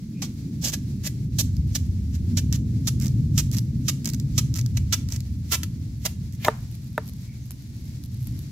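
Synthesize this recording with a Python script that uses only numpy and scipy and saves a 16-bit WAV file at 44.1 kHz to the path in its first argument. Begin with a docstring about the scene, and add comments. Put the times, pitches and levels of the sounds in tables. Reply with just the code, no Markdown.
"""A machete strips the husk from a raw bamboo shoot at the edge of a wood: grains of noise tear, strip and shoot ring.
Between strokes the blade levers the husk, which crackles in clumped clicks and sharp bursts as it splits.
Twice the blade knocks through at the foot, as a bank of damped sines; dry litter ticks between and after the knocks.
Behind it lie a low booming rumble, leaf hiss and stirred grass in filtered noise, and a few far birds in narrow noise.
Delayed, softened copies give the bounce off the soil, and scattered decaying noise gives the echo of the trees."""
import sys
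import numpy as np
from scipy import signal
from scipy.fft import rfft, irfft
from scipy.io import wavfile
from scipy.ndimage import uniform_filter1d

SR = 44100
rng = np.random.default_rng(int(sys.argv[2]) if len(sys.argv) > 2 else 0)


def dump(signal):
    """Clip the signal to [-1, 1] and save it as 16-bit WAV at the path in sys.argv[1]."""
    limited = np.clip(np.atleast_2d(signal).T, -1, 1)
    pcm = np.round(limited * 32767).astype(np.int16)
    wavfile.write(sys.argv[1], SR, pcm)


N = 375291

# Event levels and spectra are relative: each layer sets its own trim, and colour() evens out a spectrum's energy.

# slow swell of the rumble: start_s, deep_level_db (below the split), upper_level_db
RUMBLE_LEVEL = [(0, -40, -41), (.45, -35, -39), (.8, -32.5, -39.5), (1.65, -23.5, -37), (2.05, -25, -38),
                (2.4, -24, -35), (3, -25.5, -33.5), (3.35, -20.5, -35), (4.05, -32.5, -36),
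                (4.38, -22, -36), (4.95, -25.5, -40), (5.4, -29.5, -41.5), (6.4, -33, -44.5),
                (7.55, -38.5, -48), (8.25, -30, -47.5), (8.5, -34, -45)]
# the rumble brightens and dulls: start_s, top_level_db (270 to 400 Hz)
RUMBLE_TOP = [(0, -1), (.5, 5), (1.7, -0.5), (3, 0.5), (7.3, -3.5), (7.9, 3)]
# the rumble's hollow boom: start_s, centre_hz, strength_db
BOOM = [(0, 135, 0), (1.2, 130, 3), (1.6, 82, 3), (2.2, 80, 2), (2.9, 126, 4), (4.4, 138, 12),
        (4.95, 97, 14), (5.3, 78, 5), (6.5, 110, 1), (8.5, 128, -3)]
# the breeze in the leaves: start_s, hiss_level_db
HISS_LEVEL = [(0, -51.5), (1, -50), (1.9, -52), (2.75, -49), (3.25, -52), (4.65, -49.5), (5.3, -52),
              (6.8, -52), (8.2, -50)]
# far birds: start_s, length_s, pitch_hz, glide_share (pitch change over the call), level_db
BIRDS = [(0.133, 0.087, 2440, -.03, -54), (1.46, 0.028, 1600, -.02, -60), (7.255, 0.1, 2210, -.04, -55.5),
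         (7.39, .1, 6400, 0, -59)]
# echo of the trees: frequency_hz, t60_s
TREE_DECAY = [(200, 0.3), (1000, 0.41), (3000, 0.29), (7000, 0.35), (15000, 0.15)]
# tone of what the trees throw back: frequency_hz, level_db
TREE_RETURNS = [(100, -22.5), (500, -11.5), (900, 1), (1400, -4), (3000, 0.5), (6000, -6), (9000, 2),
                (15000, 3)]
# a knock as it spreads in all directions, its modes blurred: frequency_hz, density_db (per Hz)
KNOCK_SPREAD = [(200, -14), (550, -3.5), (900, -0.5), (1500, -1), (2100, -8), (2800, -11), (6000, -15),
                (12000, -26)]

# tone of each noise: frequency_hz, density_db (per Hz)
RUMBLE_TONE = [(15, -41.5), (30, -32), (48, -3), (70, 5), (95, 4), (130, 3.5), (175, -6.5), (240, -12.5),
               (310, -22.5), (400, -37), (550, -48.5), (900, -67.5), (2000, -83.5)]
HISS_TONE = [(100, 22), (600, 1.5), (1200, -5), (2200, 2), (3000, -1.5), (4400, 4.5), (6000, 3.5),
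             (7400, 0.5), (9000, -6.5), (11500, -3.5), (15000, -9), (16500, -4)]
TICK_TONE = [(500, -7), (2000, -14), (4000, -4), (7000, -5.5), (9000, -9.5), (12000, 2.5), (15500, -10.5)]
SNAP_TONE = [(300, -14.5), (1200, -21), (2500, -16), (4000, -6), (6000, 1), (7500, -4), (9000, -15),
             (12000, -6.5), (15500, -12)]
FLESH_TONE = [(150, -16), (550, -10), (850, -10), (1300, -6.5), (2000, 3.5), (3100, 2.5), (4500, -1),
              (8000, -22), (16000, -10)]
HUSK_TONE = [(200, -14.5), (550, -19), (1000, -24.5), (2000, -22.5), (3200, -6.5), (4600, -4), (5800, 2.5),
             (7400, -2.5), (8800, -14.5), (10500, -10.5), (12000, -7), (15000, -11.5), (16500, -24)]

# the shoot at two microphone ports, likeness: frequency_hz, likeness (0 to 1)
LIKENESS = [(300, 0.95), (1500, 0.89), (3000, 0.29), (7000, 0.35), (14000, .55)]
# balance of the ports: frequency_hz, left_minus_right_db
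BALANCE = [(500, -1), (2000, -2), (3100, 3), (4000, -4), (4900, 1.5), (5900, -14.5), (7200, -2),
           (9500, -2.5), (12500, 0), (15000, -10)]
# phase by which the left port leads: frequency_hz, lead_rad
LEAD = [(500, 0.5), (2200, 0.86), (3000, -0.4), (4000, -1.7), (5500, -2), (7500, -0.1), (9500, 2.5),
        (12000, 1.5), (15000, 2.5)]
# the highest treble of the cutting brightens and dulls from stroke to stroke: start_s, highest_treble_db
FIZZ = [(.2, -2.5), (1.1, 2.5), (2.4, -1), (3.3, 2), (5.1, -1.5), (5.5, 4.5), (6.5, 4.5)]

# husk and dry stalks ticking on the ground: start_s, level_db
TICKS = [(6.7523, -41.5), (7.136, -43), (7.508, -32), (7.5177, -39.5), (8.0382, -38.5), (8.2721, -35.5),
         (8.3917, -38.5)]
# single snaps of the husk, strong and weak: start_s, level_db
SNAPS = [(1.5675, -36), (2.5265, -19.5), (3.0669, -32), (3.5842, -22), (4.057, -17.5), (4.0739, -24),
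         (4.1995, -30), (4.6617, -27.5), (5.1232, -23), (5.2051, -31.5), (6.0614, -16.5)]
# the husk levered open: start_s, length_s, level_db
PRIES = [(2.538, .042, -44.5), (3, .085, -40), (3.515, 0.077, -39.5), (4.046, 0.06, -37.5),
         (4.135, .013, -37), (4.541, .074, -38.5), (5.088, .095, -40.5), (6.325, .04, -54)]
# the blade stops at the foot of the shoot: start_s, level_db, dull_hz (modes weaken above it),
# weight_db (for modes below 1200 Hz), favoured_hz (modes favoured by the spot struck), favour_db
KNOCKS = [(6.4824, -5.5, 2670, -1, 1124, 9), (6.9785, -12.5, 2450, -2, 1480, 6.5)]
# modes of shoot and block: frequency_hz, level_db, t60_s
SHOOT_MODES = [(150, -18, .04), (292, -9, 0.023), (441, -11.5, 0.077), (607, -1.5, 0.036), (930, -3, 0.029),
               (1143, -10.5, 0.017), (1220, -5, .02), (1464, -5, 0.011), (1780, -7.5, .024),
               (2010, -14, .024), (2670, -18, .018), (3360, -21, .018), (3780, -17, 0.031)]
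# the last stroke wedges on through the woody foot: start_s, length_s, level_db
WEDGE = (6.453, .032, -33.5)
# what groans in the foot: frequency_hz, width_hz, level_db
FOOT = [(540, 400, -.5), (900, 400, -2)]
# the shoot thuds at its tip and hard foot, hardly in the soft middle: start_s, level_db (relative to the stroke)
THUD = [(.2, -20), (2.9, -37), (5.3, -28.5), (6.45, -4)]
# strokes of the blade: start_s, bite_s, cut_s, level_db, change_db (while cutting), deep_db (into the flesh),
# strip_hz (ring of the loose strip)
STROKES = [(.218, .003, 0.042, -24.5, -19, -4.5, 1240), (.614, .034, .051, -23, -6, -11, 1650),
           (.719, .02, .011, -22, -12.5, -2, 1660), (1.029, .011, .035, -38, 12.5, -2.5, 1750),
           (1.383, .005, .024, -18.5, -4, -15, 1680), (1.746, .006, 0.011, -21, -1, -9, 1740),
           (2.113, .04, 0.0092, -41.5, -5, -4.5, 1700), (2.368, .005, 0.021, -22, -8.5, -6, 1630),
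           (2.521, .004, 0.036, -34, -3.5, -5, 1690), (2.869, .005, .012, -20, -2, -8, 1300),
           (3.375, .003, 0.028, -18, -9.5, -8, 1300), (3.878, .005, .014, -20, -1, -5, 1240),
           (4.376, .003, 0.011, -18.5, 0.5, -6.5, 1230), (4.769, .002, 0.0036, -27, -1.5, 1, 2230),
           (4.922, .005, 0.016, -17.5, -2, -1.5, 1380), (5.508, .014, 0.032, -21.5, -2, 0, 1230),
           (5.631, .002, 0.0016, -26, -3, 1.5, 1340), (6.047, .006, 0.013, -24, -2, 3, 1940),
           (6.446, .002, .004, -22, -14, 14.5, 2195)]

EDGE_HZ = 15750
# the grass is stirred once the shoot is lifted and turned
LIFT_S, STILL_GRASS_DB, STIRRED_GRASS_DB = 6.5, -68.5, -59
# fibres break one after another under the lever: mean wait, level over the prying, scatter
SNAP_EVERY_S, SNAP_OVER_DB, SNAP_SCATTER_DB = .012, 8.5, 3
RUN_OUT_S = .016  # the edge leaves the cut in two ramps of this length
# rub of the blade, rising to the bite: final level relative to the stroke, speed of the rise
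SLIDE_DB, SLIDE_RISE_DB_PER_S = -22.5, 430.5
FULL_SWING_S, SPLIT_OPEN_S = .4, 2.6  # the rub needs time for a swing, and a split that has opened
STRIP_DB, STRIP_DB_PER_DB = -18.5, 1.0  # the loose strip rings more, the deeper the cut


def amp(db):
    """Decibels to amplitude."""
    return 10 ** (np.asarray(db) / 20)


def evened(x):
    """A signal scaled to rms 1."""
    return x / np.sqrt(np.mean(x ** 2) + 1e-20)


def read(points, hz):
    """A table of frequency_hz, value, read on a log-frequency axis."""
    f, value = np.transpose(points)
    return np.interp(np.log(hz + 1), np.log(f + 1), value)


def along(curve):
    """The columns of a table of start_s, value, .. at every sample."""
    s, *columns = np.transpose(curve)
    return np.array([np.interp(np.arange(N) / SR, s, column) for column in columns])


def add(mix, s, sound):
    """Lays a sound into the mix at s seconds."""
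    part = mix[max(round(s * SR), 0):][:len(sound)]
    part += sound[:len(part)]


def colour(x, spectrum, size=8192):
    """A causal minimum-phase filter of unit energy, shaped like the given spectrum."""
    log_gain = np.log(amp(read(spectrum, abs(np.fft.fftfreq(size, 1 / SR)))))
    minimum_phase = np.exp(np.conj(signal.hilbert(log_gain)))
    taps = np.fft.ifft(minimum_phase).real[:size // 2]
    return signal.oaconvolve(x, taps[None] / np.linalg.norm(taps), axes=1)[:, :N]


def below(x, hz, order=8):
    """The part of a sound under hz, without phase shift."""
    return irfft(rfft(x) / (1 + (np.fft.rfftfreq(N, 1 / SR) / hz) ** order), N)


def drift(rate_hz):
    """Random wandering of rms 1 that is slower than about rate_hz."""
    return evened(below(rng.standard_normal(N), rate_hz, order=4))


def grains(per_s, spread_db):
    """Random clicks of uneven size: two versions share moments and sizes but not signs."""
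    size = amp(spread_db * np.minimum(rng.exponential(1, N), 4))
    struck = rng.random(N) < per_s / SR
    return evened(size * struck * rng.choice([-1., 1.], (2, N)))


def resonate(x, hz, width_hz):
    """A resonance of gain 1 that can follow a pitch curve."""
    turn = np.exp(2j * np.pi * np.cumsum(hz * np.ones(x.shape[-1])) / SR)
    r = np.exp(-np.pi * width_hz / SR)
    # turn the pitch down to zero, smooth, and turn it back up
    smooth = signal.lfilter([1 - r], [1, -r], x / turn + 1e-18)
    return 2 * (turn * smooth).real


def ringing(force, hz, width_hz):
    """A doubled resonance shaken by a rough force, with the energy of that force."""
    rough = force * rng.standard_normal(len(force))
    ring = resonate(resonate(rough, hz, width_hz), hz, width_hz)
    return ring * np.linalg.norm(force) / np.linalg.norm(ring)


def rumble(low_db=-.3, high_db=4, split_hz=170, top_hz=270, edge_hz=400, side_db=-21,
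           boom_width_hz=28, gust_db=1.3, gust_hz=6, high_gust_db=1.4):
    """A low, nearly mono rumble with a wandering boom; its deep and upper parts swell and gust separately."""
    low, high = along(RUMBLE_LEVEL)
    centre_hz, boom_db = along(BOOM)
    noise = colour(rng.standard_normal((2, N)), RUMBLE_TONE)
    deep = below(noise, split_hz)
    top = below(noise, edge_hz, order=12) - below(noise, top_hz)
    boom = deep + amp(boom_db) * resonate(deep, centre_hz, boom_width_hz)
    # level out the deep part over about 90 ms, so that the swell alone shapes it
    steady = boom / np.sqrt(uniform_filter1d(boom ** 2, size=4000) + 1e-12)
    upper = evened(noise - deep + top * (amp(along(RUMBLE_TOP)) - 1))
    deep_swell = amp(low + low_db + gust_db * drift(gust_hz))
    upper_swell = amp(high + high_db + high_gust_db * drift(gust_hz))
    mid, side = steady * deep_swell + upper * upper_swell
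    return np.array([mid + amp(side_db) * side, mid - amp(side_db) * side])


def leaves(hiss_db=-.4, waver_db=1.7, stir_s=0.22):
    """Foliage hisses as wavering noise; grass crackles in clumps, more once the shoot is lifted and turned."""
    hiss_level = amp(along(HISS_LEVEL) + hiss_db + waver_db * drift(rate_hz=12))
    hiss = colour(rng.standard_normal((2, N)), HISS_TONE) * hiss_level
    clumps = evened(amp(4 * drift(rate_hz=14)))
    blades = grains(per_s=300, spread_db=3) * clumps
    stirred = along([(LIFT_S - stir_s, STILL_GRASS_DB), (LIFT_S, STIRRED_GRASS_DB)])
    return hiss + colour(blades * amp(stirred), TICK_TONE)


def birds(level_db=-7):
    """Faint calls from the wood, blurred by distance into narrow noise around a gliding pitch."""
    out = np.zeros(N)
    for s, length, hz, glide, db in BIRDS:
        u = np.linspace(0, 1, int(length * SR))
        call = amp(db + level_db) * np.sin(np.pi * u)
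        add(out, s, ringing(call, hz * (1 + glide * (u - .5)), width_hz=420))
    return np.array([out, out])


def trees(x):
    """Scattered returns from trunks and leaves, each band dying at its own speed."""
    size = (2, SR // 2)
    taps = rng.standard_normal(size) * (rng.random(size) < .1)
    hz, t, z = signal.stft(taps, SR, nperseg=256)
    fade = amp(-60 * t / read(TREE_DECAY, hz)[:, None])
    fade_in = np.minimum(t / 0.011, 1)
    tail = signal.istft(z * fade * fade_in, SR, nperseg=256)[1]
    return signal.fftconvolve(x, tail / np.linalg.norm(tail[0]), axes=1)[:, :N]


def spreading(level_db=-4, second_knock_db=-2.5):
    """The knocks on their way out to the trees; the second, softer knock sends less out to them."""
    out = np.zeros(N)
    for k, (s, db, *_) in enumerate(KNOCKS):
        add(out, s, amp([db + level_db + k * second_knock_db]))
    return colour(np.array([out, out]), KNOCK_SPREAD)


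def fizzing(x, above_hz=8800):
    """The highest treble of the cutting brightens and dulls from stroke to stroke."""
    body = below(x, above_hz, order=12)
    return body + (x - body) * amp(along(FIZZ))


def ground(x, first_s=.0036, last_s=0.002603, soft_hz=5000):
    """A bounce off the soil, sooner as the blade works down the shoot; grass softens its treble."""
    n = np.arange(N)
    delay = SR * np.linspace(first_s, last_s, N)
    late = np.array([np.interp(n - delay, n, side) for side in x])
    bounce = irfft(rfft(late) / (1 + 1j * np.fft.rfftfreq(N, 1 / SR) / soft_hz), N)
    return x + amp(-6) * bounce


def ports(pair):
    """Blends two signals by frequency into the partly alike sound at two microphone ports."""
    hz = np.fft.rfftfreq(N, 1 / SR)
    a, b = rfft(pair)
    same = np.clip(read(LIKENESS, hz), 0, 1)
    lean = amp(read(BALANCE, hz))
    left = (same * a + np.sqrt(1 - same ** 2) * b) * np.exp(1j * read(LEAD, hz)) * lean
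    return irfft(np.array([left, a]) * np.sqrt(2 / (1 + lean ** 2)), N)


def snaps(rows, spectrum, level_db, crack_s, splinter_db, splinter_s):
    """A sharp break followed by a few milliseconds of splinters, as noise with two decays."""
    t, out = np.arange(SR // 40) / SR, np.zeros((2, N))
    shape = np.exp(-t / crack_s) + amp(splinter_db) * np.exp(-t / splinter_s)
    for s, db in rows:
        for side in out:
            burst = shape * rng.standard_normal(len(t))
            add(side, s, amp(db + level_db) * burst / np.linalg.norm(burst))
    return colour(out, spectrum)


def breaking(count=12, first_db=3):
    """Each levering starts with a snap, and more follow at uneven intervals: rows of start_s, level_db."""
    rows = []
    for s, length, db in PRIES:
        waits = np.cumsum(SNAP_EVERY_S * 2 * rng.random(count))
        sizes = db + SNAP_OVER_DB + SNAP_SCATTER_DB * rng.standard_normal(count)
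        rows.append((s, db + SNAP_OVER_DB + first_db))
        rows += [(s + wait, size) for wait, size in zip(waits, sizes) if wait < length]
    return rows


def prying(flesh_db=-10):
    """Small fibres give way in clumps as the husk bends outward."""
    strain = np.zeros(N)
    for s, length, db in PRIES:
        add(strain, s, amp(db) * signal.windows.tukey(int(length * SR), .5))
    clumps = evened(amp(3.5 * drift(rate_hz=180)))
    fibres = grains(per_s=2600, spread_db=2.5) * clumps * strain
    return colour(fibres, SNAP_TONE) + amp(flesh_db) * colour(fibres, FLESH_TONE)


def knocks(click_gain=.0889, click_s=.0028, spot_width_hz=150):
    """The blow rings the damped modes of shoot and block, with a short crunch at the contact."""
    t, out = np.arange(SR // 8) / SR, np.zeros(N)
    for s, db, dull_hz, weight_db, favoured_hz, favour_db in KNOCKS:
        ring = click_gain * np.exp(-t / click_s) * rng.standard_normal(len(t))
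        for k, (hz, mode_db, t60) in enumerate(SHOOT_MODES):
            spot_db = favour_db * np.exp(-((hz - favoured_hz) / spot_width_hz) ** 2)
            dulling = np.sqrt(1 + (hz / dull_hz) ** 4)
            share = amp(mode_db + spot_db + weight_db * (hz < 1200)) / dulling
            # neighbouring modes start in opposite directions
            ring += (-1) ** k * share * amp(-60 * t / t60) * np.sin(2 * np.pi * hz * t)
        add(out, s, amp(db) * ring)
    return np.array([out, out])


def wedging(husk_db=-4, flesh_db=-7):
    """The last stroke grinds on through the hard foot: torn fibres over groaning resonances."""
    s, length, db = WEDGE
    force = np.zeros(N)
    add(force, s, amp(db) * signal.windows.tukey(int(length * SR), .6))
    fibres = grains(per_s=4600, spread_db=1.5) * force
    groan = sum(amp(mode_db) * ringing(force, hz, width) for hz, width, mode_db in FOOT)
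    return groan + amp(husk_db) * colour(fibres, HUSK_TONE) + amp(flesh_db) * colour(fibres, FLESH_TONE)


def strokes(husk_db=-1.0, flesh_db=-7, uneven_db=1.3, strip_width_hz=340, overtone=2.5, overtone_db=-4,
            thud_hz=540, thud_width_hz=400, wet_slide_db=-2):
    """The edge tears thousands of fibres a second, in bunches; deeper cuts add darker flesh, and strip and shoot ring."""
    t = np.arange(SR // 4) / SR
    husk, flesh, slide, wood = np.zeros((4, N))
    last_s = 0
    for s, bite, cut, db, change_db, deep_db, strip_hz in STROKES:
        # bite in, cut, then leave the cut
        corners = np.cumsum([0, bite, cut, RUN_OUT_S, RUN_OUT_S])
        contour_db = np.interp(t, corners, [-22, 0, change_db, change_db - 27.0, -70])
        force = amp(db + contour_db) * (t < corners[-1])
        add(husk, s, force)
        add(flesh, s, force * amp(deep_db))

        strip = ringing(force, strip_hz, strip_width_hz)
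        strip += amp(overtone_db) * ringing(force, strip_hz * overtone, strip_width_hz)
        thud = ringing(force, thud_hz, thud_width_hz)
        thud_db = np.interp(s, *np.transpose(THUD))
        add(wood, s, amp(STRIP_DB + STRIP_DB_PER_DB * deep_db) * strip + amp(thud_db) * thud)

        # before the bite, the blade rubs down the open split
        reach = min((s - last_s) / FULL_SWING_S, 1) * min(s / SPLIT_OPEN_S, 1)
        approach = reach * amp(db + SLIDE_DB - SLIDE_RISE_DB_PER_S * t[:SR // 10])[::-1]
        rub_start = s - len(approach) / SR
        add(slide, rub_start, approach)
        add(flesh, rub_start, approach * amp(deep_db + wet_slide_db))
        last_s = s
    bunches = evened(amp(uneven_db * drift(rate_hz=500)))
    tearing = colour(grains(per_s=8200, spread_db=2.0) * husk * bunches, HUSK_TONE) * amp(husk_db)
    crunch = colour(grains(per_s=2100, spread_db=0.5) * flesh * bunches, FLESH_TONE) * amp(flesh_db)
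    rub = colour(rng.standard_normal((2, N)) * slide, HUSK_TONE)
    return tearing + crunch + wood + rub


def scene():
    """The shoot close by, with its knocks and echo, over litter, far birds, leaves and rumble."""
    background = rumble() + leaves()
    far = birds()
    litter = snaps(TICKS, TICK_TONE, level_db=19, crack_s=.0002, splinter_db=-15.0, splinter_s=0.0034)
    cracks = snaps(SNAPS + breaking(), SNAP_TONE, level_db=16.5,
                   crack_s=.0007, splinter_db=-9.5, splinter_s=.0026)
    cutting = strokes() + wedging() + prying()
    near = ports(ground(fizzing(cutting + cracks))) + litter
    echo = trees(colour(amp(-13.5) * near + amp(3) * far, TREE_RETURNS) + spreading())
    return near + knocks() + far + echo + background


def record(dry):
    """The band limit of the recorder: a steep low-pass at the top of the treble."""
    taps = signal.firwin(301, EDGE_HZ, window=("kaiser", 9), fs=SR)
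    return signal.oaconvolve(dry, taps[None], "same")


dry = scene()
out = record(dry)
dump(out)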